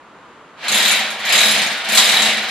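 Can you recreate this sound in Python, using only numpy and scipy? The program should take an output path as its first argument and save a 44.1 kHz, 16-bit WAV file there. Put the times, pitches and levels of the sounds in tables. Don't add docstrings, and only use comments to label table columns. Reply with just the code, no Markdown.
import sys
import numpy as np
from scipy import signal
from scipy.fft import rfft, irfft, next_fast_len
from scipy.io import wavfile
from scipy.ndimage import uniform_filter1d

SR = 44100
rng = np.random.default_rng(int(sys.argv[2]) if len(sys.argv) > 2 else 0)


def store_wav(level_fs):
    pcm = np.round(np.clip(np.atleast_2d(level_fs), -1, 1) * 32767)
    wavfile.write(sys.argv[1], SR, pcm.T.astype(np.int16))


N = 110250


def from_db(db):
    return 10 ** (np.asarray(db) / 20)


def rms_one(x):
    return x / np.sqrt(np.mean(x ** 2) + 1e-20)


def in_time(rows, **ends):
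    return np.interp(np.arange(N) / SR, *np.transpose(rows), **ends)


def at_hz(points, hz):
    point_hz, values = np.transpose(points)
    return np.interp(np.log(hz + 1e-3), np.log(point_hz), values)


def colour(x, spectrum):
    size = next_fast_len(N + 8192)
    gain = from_db(at_hz(spectrum, np.fft.rfftfreq(size, 1 / SR)))
    return irfft(rfft(x, size) * gain, size)[..., :N]


def low_pass(x, hz):
    return signal.sosfilt(signal.butter(2, hz, fs=SR, output="sos"), x)


def drift(rate_hz):
    settled = low_pass(rng.standard_normal(N + SR), rate_hz)[SR:]
    return rms_one(settled)


def ring(drive, hz, t60):
    radius = from_db(-60 / (t60 * SR))
    angle = 2 * np.pi * hz / SR
    feedback = [1, -2 * radius * np.cos(angle), radius * radius]
    return rms_one(signal.lfilter([1, 0, -1], feedback, drive + 1e-18))


# frequency in Hz, likeness from -1 (opposite) through 0 (unrelated) to 1 (the same).
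LEFT_RIGHT_LIKENESS = [(60, 1), (200, 0.92), (620, 0.96), (1360, 0.84), (2970, 0.62), (4200, 0.59),
                       (6500, -0.28), (8500, -0.16), (13000, -.1)]


def diffuse_noise(size):
    mid, side = rfft(rng.standard_normal((2, size)))
    alike = np.clip(at_hz(LEFT_RIGHT_LIKENESS, np.fft.rfftfreq(size, 1 / SR)), -.99, .99)
    return irfft(np.sqrt(1 + alike) * mid + np.sqrt(1 - alike) * side * [[1], [-1]], size)


ROOM_T60_S, TREBLE_T60_S = 0.6, 0.4
EARLY_S, EARLY_DB = 0.013, 1
ECHO_RISE_S = 0.0015
DIRECT_DB = -9


def room_response():
    t = np.arange(SR) / SR
    noise = diffuse_noise(SR)
    low = irfft(rfft(noise) / (1 + (np.fft.rfftfreq(SR, 1 / SR) / 4500) ** 4), SR)
    high = noise - low
    tail = low * from_db(-60 * t / ROOM_T60_S) + high * from_db(-60 * t / TREBLE_T60_S)
    near = 1 + from_db(EARLY_DB) * np.exp(-t / EARLY_S)
    echoes = tail * near * (1 - np.exp(-t / ECHO_RISE_S))
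    direct = from_db(DIRECT_DB) * (t == 0)
    return echoes / np.sqrt(np.sum(echoes ** 2) / 2) + direct


def in_room(x):
    return rms_one(signal.fftconvolve(np.atleast_2d(x), room_response(), axes=1)[:, :N])


# frequency in Hz, relative strength in dB.
OUTDOORS_COLOUR = [(25, 0), (60, -5), (100, -12.5), (160, -7.5), (280, -6), (450, -6), (800, -7.5),
                   (950, -2.5), (1200, -3.5), (2000, -13), (3500, -20), (5500, -31), (7200, -28.5),
                   (8200, -36), (11000, -40), (14000, -58.5)]
# time in seconds, relative level in dB.
OUTDOORS_SWELL = [(0.0, -51), (0.306, -49), (0.54, -49.5)]
OUTDOORS_DB = 7


def outdoors():
    rush = rms_one(colour(diffuse_noise(N), OUTDOORS_COLOUR))
    return from_db(OUTDOORS_DB + in_time(OUTDOORS_SWELL)) * rush


# time in seconds, relative level in dB.
GRIND_LEVEL = [(0.55, -60), (0.56, -48.5), (0.652, -24), (0.734, -15.5), (0.94, -15.5), (1.19, -27.5),
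               (1.358, -11), (1.37, -14), (1.488, -16), (1.532, -18), (1.56, -14.5), (1.836, -25),
               (1.94, -15.5), (2.292, -15), (2.444, -22), (2.5, -22.5)]


def grind_level_db():
    return in_time(GRIND_LEVEL, left=-120)


WHIRR_CYCLES_PER_BLOW, WHIRR_DB = 89, -12.5
WANDER_CYCLES, WANDER_HZ = 0.63, 31.1


def whirr(turns):
    cycles = WHIRR_CYCLES_PER_BLOW * turns + WANDER_CYCLES * drift(WANDER_HZ)
    tone = np.sin(2 * np.pi * cycles)
    return from_db(WHIRR_DB + grind_level_db()) * in_room(tone * (turns > 0))


GRIT_PER_S, GRIT_SPREAD_DB = 1500, 3


def grit():
    contacts = rng.random(N) < GRIT_PER_S / SR
    return contacts * rng.standard_normal(N) * from_db(GRIT_SPREAD_DB * rng.standard_normal(N))


# frequency in Hz, relative strength in dB.
GRIND_TONE = [(30, -31), (110, -23.5), (330, -19), (480, -12.5), (660, -3), (800, -3.5), (1050, -8),
              (1700, 0.5), (2250, 2), (3000, -0.5), (3900, -0.5), (5600, -11.5), (7200, -17), (9000, -23),
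              (12300, -29), (13000, -39)]
GRIND_DB = -1
GRIND_PULSE = 0.065
HOUSING_HZ, HOUSING_FOLLOWS = 1180, 0.8
SPIN_UP_TURNS = 0.26


def grinding(turns, count=3):
    throb = 1 + GRIND_PULSE * np.cos(2 * np.pi * turns)
    layers = sum(in_room(grit() * throb) for _ in range(count))
    sound = rms_one(colour(layers, GRIND_TONE))
    growl = low_pass(low_pass(sound, HOUSING_HZ)[:, ::-1], HOUSING_HZ)[:, ::-1]
    level_db = grind_level_db()
    growl_db = level_db.max() + HOUSING_FOLLOWS * (level_db - level_db.max())
    spin_up = np.clip(turns / SPIN_UP_TURNS, 0, 1) ** .5
    mix = (sound - growl) * from_db(level_db) + growl * from_db(growl_db)
    return from_db(GRIND_DB) * spin_up * mix


# time in seconds, level in dB.
SQUEAL_SWELL = [(.6, -80), (.76, -24.5), (.85, -22), (1.0, -36), (1.2, -58), (1.35, -22.5), (1.48, -18.5),
                (1.6, -41), (1.85, -52), (2.0, -22), (2.17, -21), (2.27, -20), (2.36, -45), (2.5, -32)]
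SQUEAL_HZ, SQUEAL_T60_S = 3885, 0.019
SQUEAL_THROB = 0.46


def squeal(turns):
    rub = diffuse_noise(N) * (1 + SQUEAL_THROB * np.sin(2 * np.pi * turns))
    once = ring(rub, SQUEAL_HZ, SQUEAL_T60_S / 2)
    twice = ring(once, SQUEAL_HZ, SQUEAL_T60_S / 2)
    return from_db(in_time(SQUEAL_SWELL)) * twice


def blow_times(turns):
    return np.flatnonzero(np.diff(np.floor(turns)) > 0)


def strikes(at, db, spread_db):
    clicks = np.zeros(N)
    clicks[at] = from_db(db + spread_db * rng.standard_normal(len(at)))
    return clicks


CHATTER_S, CHATTER_DB = 0.0038, -11


def chatter(clicks):
    fading = signal.lfilter([1], [1, -np.exp(-1 / (CHATTER_S * SR))], clicks + 1e-18)
    return clicks + from_db(CHATTER_DB) * fading * rng.standard_normal(N)


def even(x):
    return x / np.sqrt(np.abs(uniform_filter1d(x ** 2, size=3000)) + 1e-2)


RING_SPREAD_DB = 3.5

# frequency in Hz, relative level in dB, time to die by 60 dB in seconds.
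WALL_RINGING = [(117.7, -18, 0.19), (149.4, -13.5, 0.49), (211.2, -6.5, 0.47), (214.4, -1.5, 0.29),
                (234.3, -9, 0.45), (284, -15, 0.46), (340.5, -14, .3), (379.3, -13.5, 0.24),
                (481, -7, 0.75)]
# time in seconds, relative level in dB.
WALL_SWELL = [(.55, -80), (.65, -60.5), (.72, -34), (.9, -40), (1.02, -41.5), (1.12, -47.5), (1.22, -45),
              (1.28, -48), (1.34, -35), (1.58, -33.5), (1.68, -37.5), (1.82, -53), (1.92, -34), (2.07, -36),
              (2.3, -33.5), (2.5, -43)]


def wall(turns):
    at = blow_times(turns)
    hum = np.zeros(N)
    for hz, level_db, t60 in WALL_RINGING:
        clicks = chatter(strikes(at, 0, RING_SPREAD_DB))
        hum += from_db(level_db) * even(ring(clicks, hz, t60))
    return from_db(in_time(WALL_SWELL)) * hum


# time in seconds, relative strength in dB.
BLOW_FORCE = [(.637, -27.5), (.686, -7), (.72, 1.5), (.75, 1), (.82, -5.5), (.91, -3), (1.04, -23.5),
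              (1.1, -16.5), (1.19, -20), (1.25, -11.5), (1.33, -0.5), (1.39, -1.5), (1.48, -2.5),
              (1.62, -8.5), (1.7, -16.5), (1.78, -20.5), (1.84, -18), (1.89, -6), (1.95, 1), (2.0, -3),
              (2.15, -4), (2.26, -6), (2.41, -22), (2.49, -11.5)]
# frequency in Hz, relative strength in dB.
CRACK_COLOUR = [(30, -65), (100, -46), (400, -37), (1000, -6.5), (2200, -6), (3900, 2), (5700, -7.5),
                (7200, -3), (9200, -8), (12300, -12), (12700, -14.5)]
# frequency in Hz, relative level in dB,
# time to die by 60 dB in seconds, left minus right in dB before the room.
BIT_RINGING = [(2228, 0.5, 0.027, 1.5), (3880, 0.5, 0.033, 4), (3710, -2, 0.022, 11),
               (5130, -5.5, 0.037, 5), (5920, -20, 0.017, -10), (6563, -16, 0.012, -36.5),
               (7300, -5, 0.017, -13.5), (8290, -7, 0.045, 8), (9800, -10, 0.034, 5.5),
               (10000, -23, 0.019, -2), (10670, -5, .02, -4.5), (11976, -13.5, .025, 17),
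               (12100, -20, .025, 6)]
CRACK_DB, BIT_DB = -21.5, -23.5
BLOW_SPREAD_DB = 4.5


def hammer(turns):
    at = blow_times(turns)
    force_db = in_time(BLOW_FORCE)[at]
    crack = colour(chatter(strikes(at, force_db, BLOW_SPREAD_DB)), CRACK_COLOUR)
    bit = np.zeros((2, N))
    for hz, level_db, t60, left_minus_right_db in BIT_RINGING:
        sides_db = level_db + np.array([[.5], [-.5]]) * left_minus_right_db
        clicks = chatter(strikes(at, force_db, RING_SPREAD_DB))
        bit += from_db(sides_db) * ring(clicks, hz, t60)
    return from_db(CRACK_DB) * in_room(crack) + from_db(BIT_DB) * in_room(bit)


# time in seconds, blows per second.
HAMMER_SPEED = [(0.55, 0.0), (0.592, 11.68), (0.756, 38.96), (0.831, 37.7), (0.983, 22.24), (1.172, 8.99),
                (1.271, 24.79), (1.343, 36.74), (1.46, 39.37), (1.608, 23.6), (1.826, 12.91), (1.92, 33.77),
                (1.964, 41.46), (2.107, 43.49), (2.301, 25.47), (2.452, 15.53), (2.5, 19.0)]


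def scene():
    turns = np.cumsum(in_time(HAMMER_SPEED, left=0)) / SR
    background = outdoors()
    motor = whirr(turns) + grinding(turns)
    return background + motor + squeal(turns) + wall(turns) + hammer(turns)


LOW_CUT_HZ, CUTOFF_HZ = 117, 13000


def record(dry):
    clipped = np.clip(dry, -1, 1)
    lean = signal.sosfilt(signal.butter(2, LOW_CUT_HZ, "high", fs=SR, output="sos"), clipped)
    return signal.sosfilt(signal.ellip(10, .2, 80, CUTOFF_HZ, fs=SR, output="sos"), lean)


dry = scene()
out = record(dry)
store_wav(out)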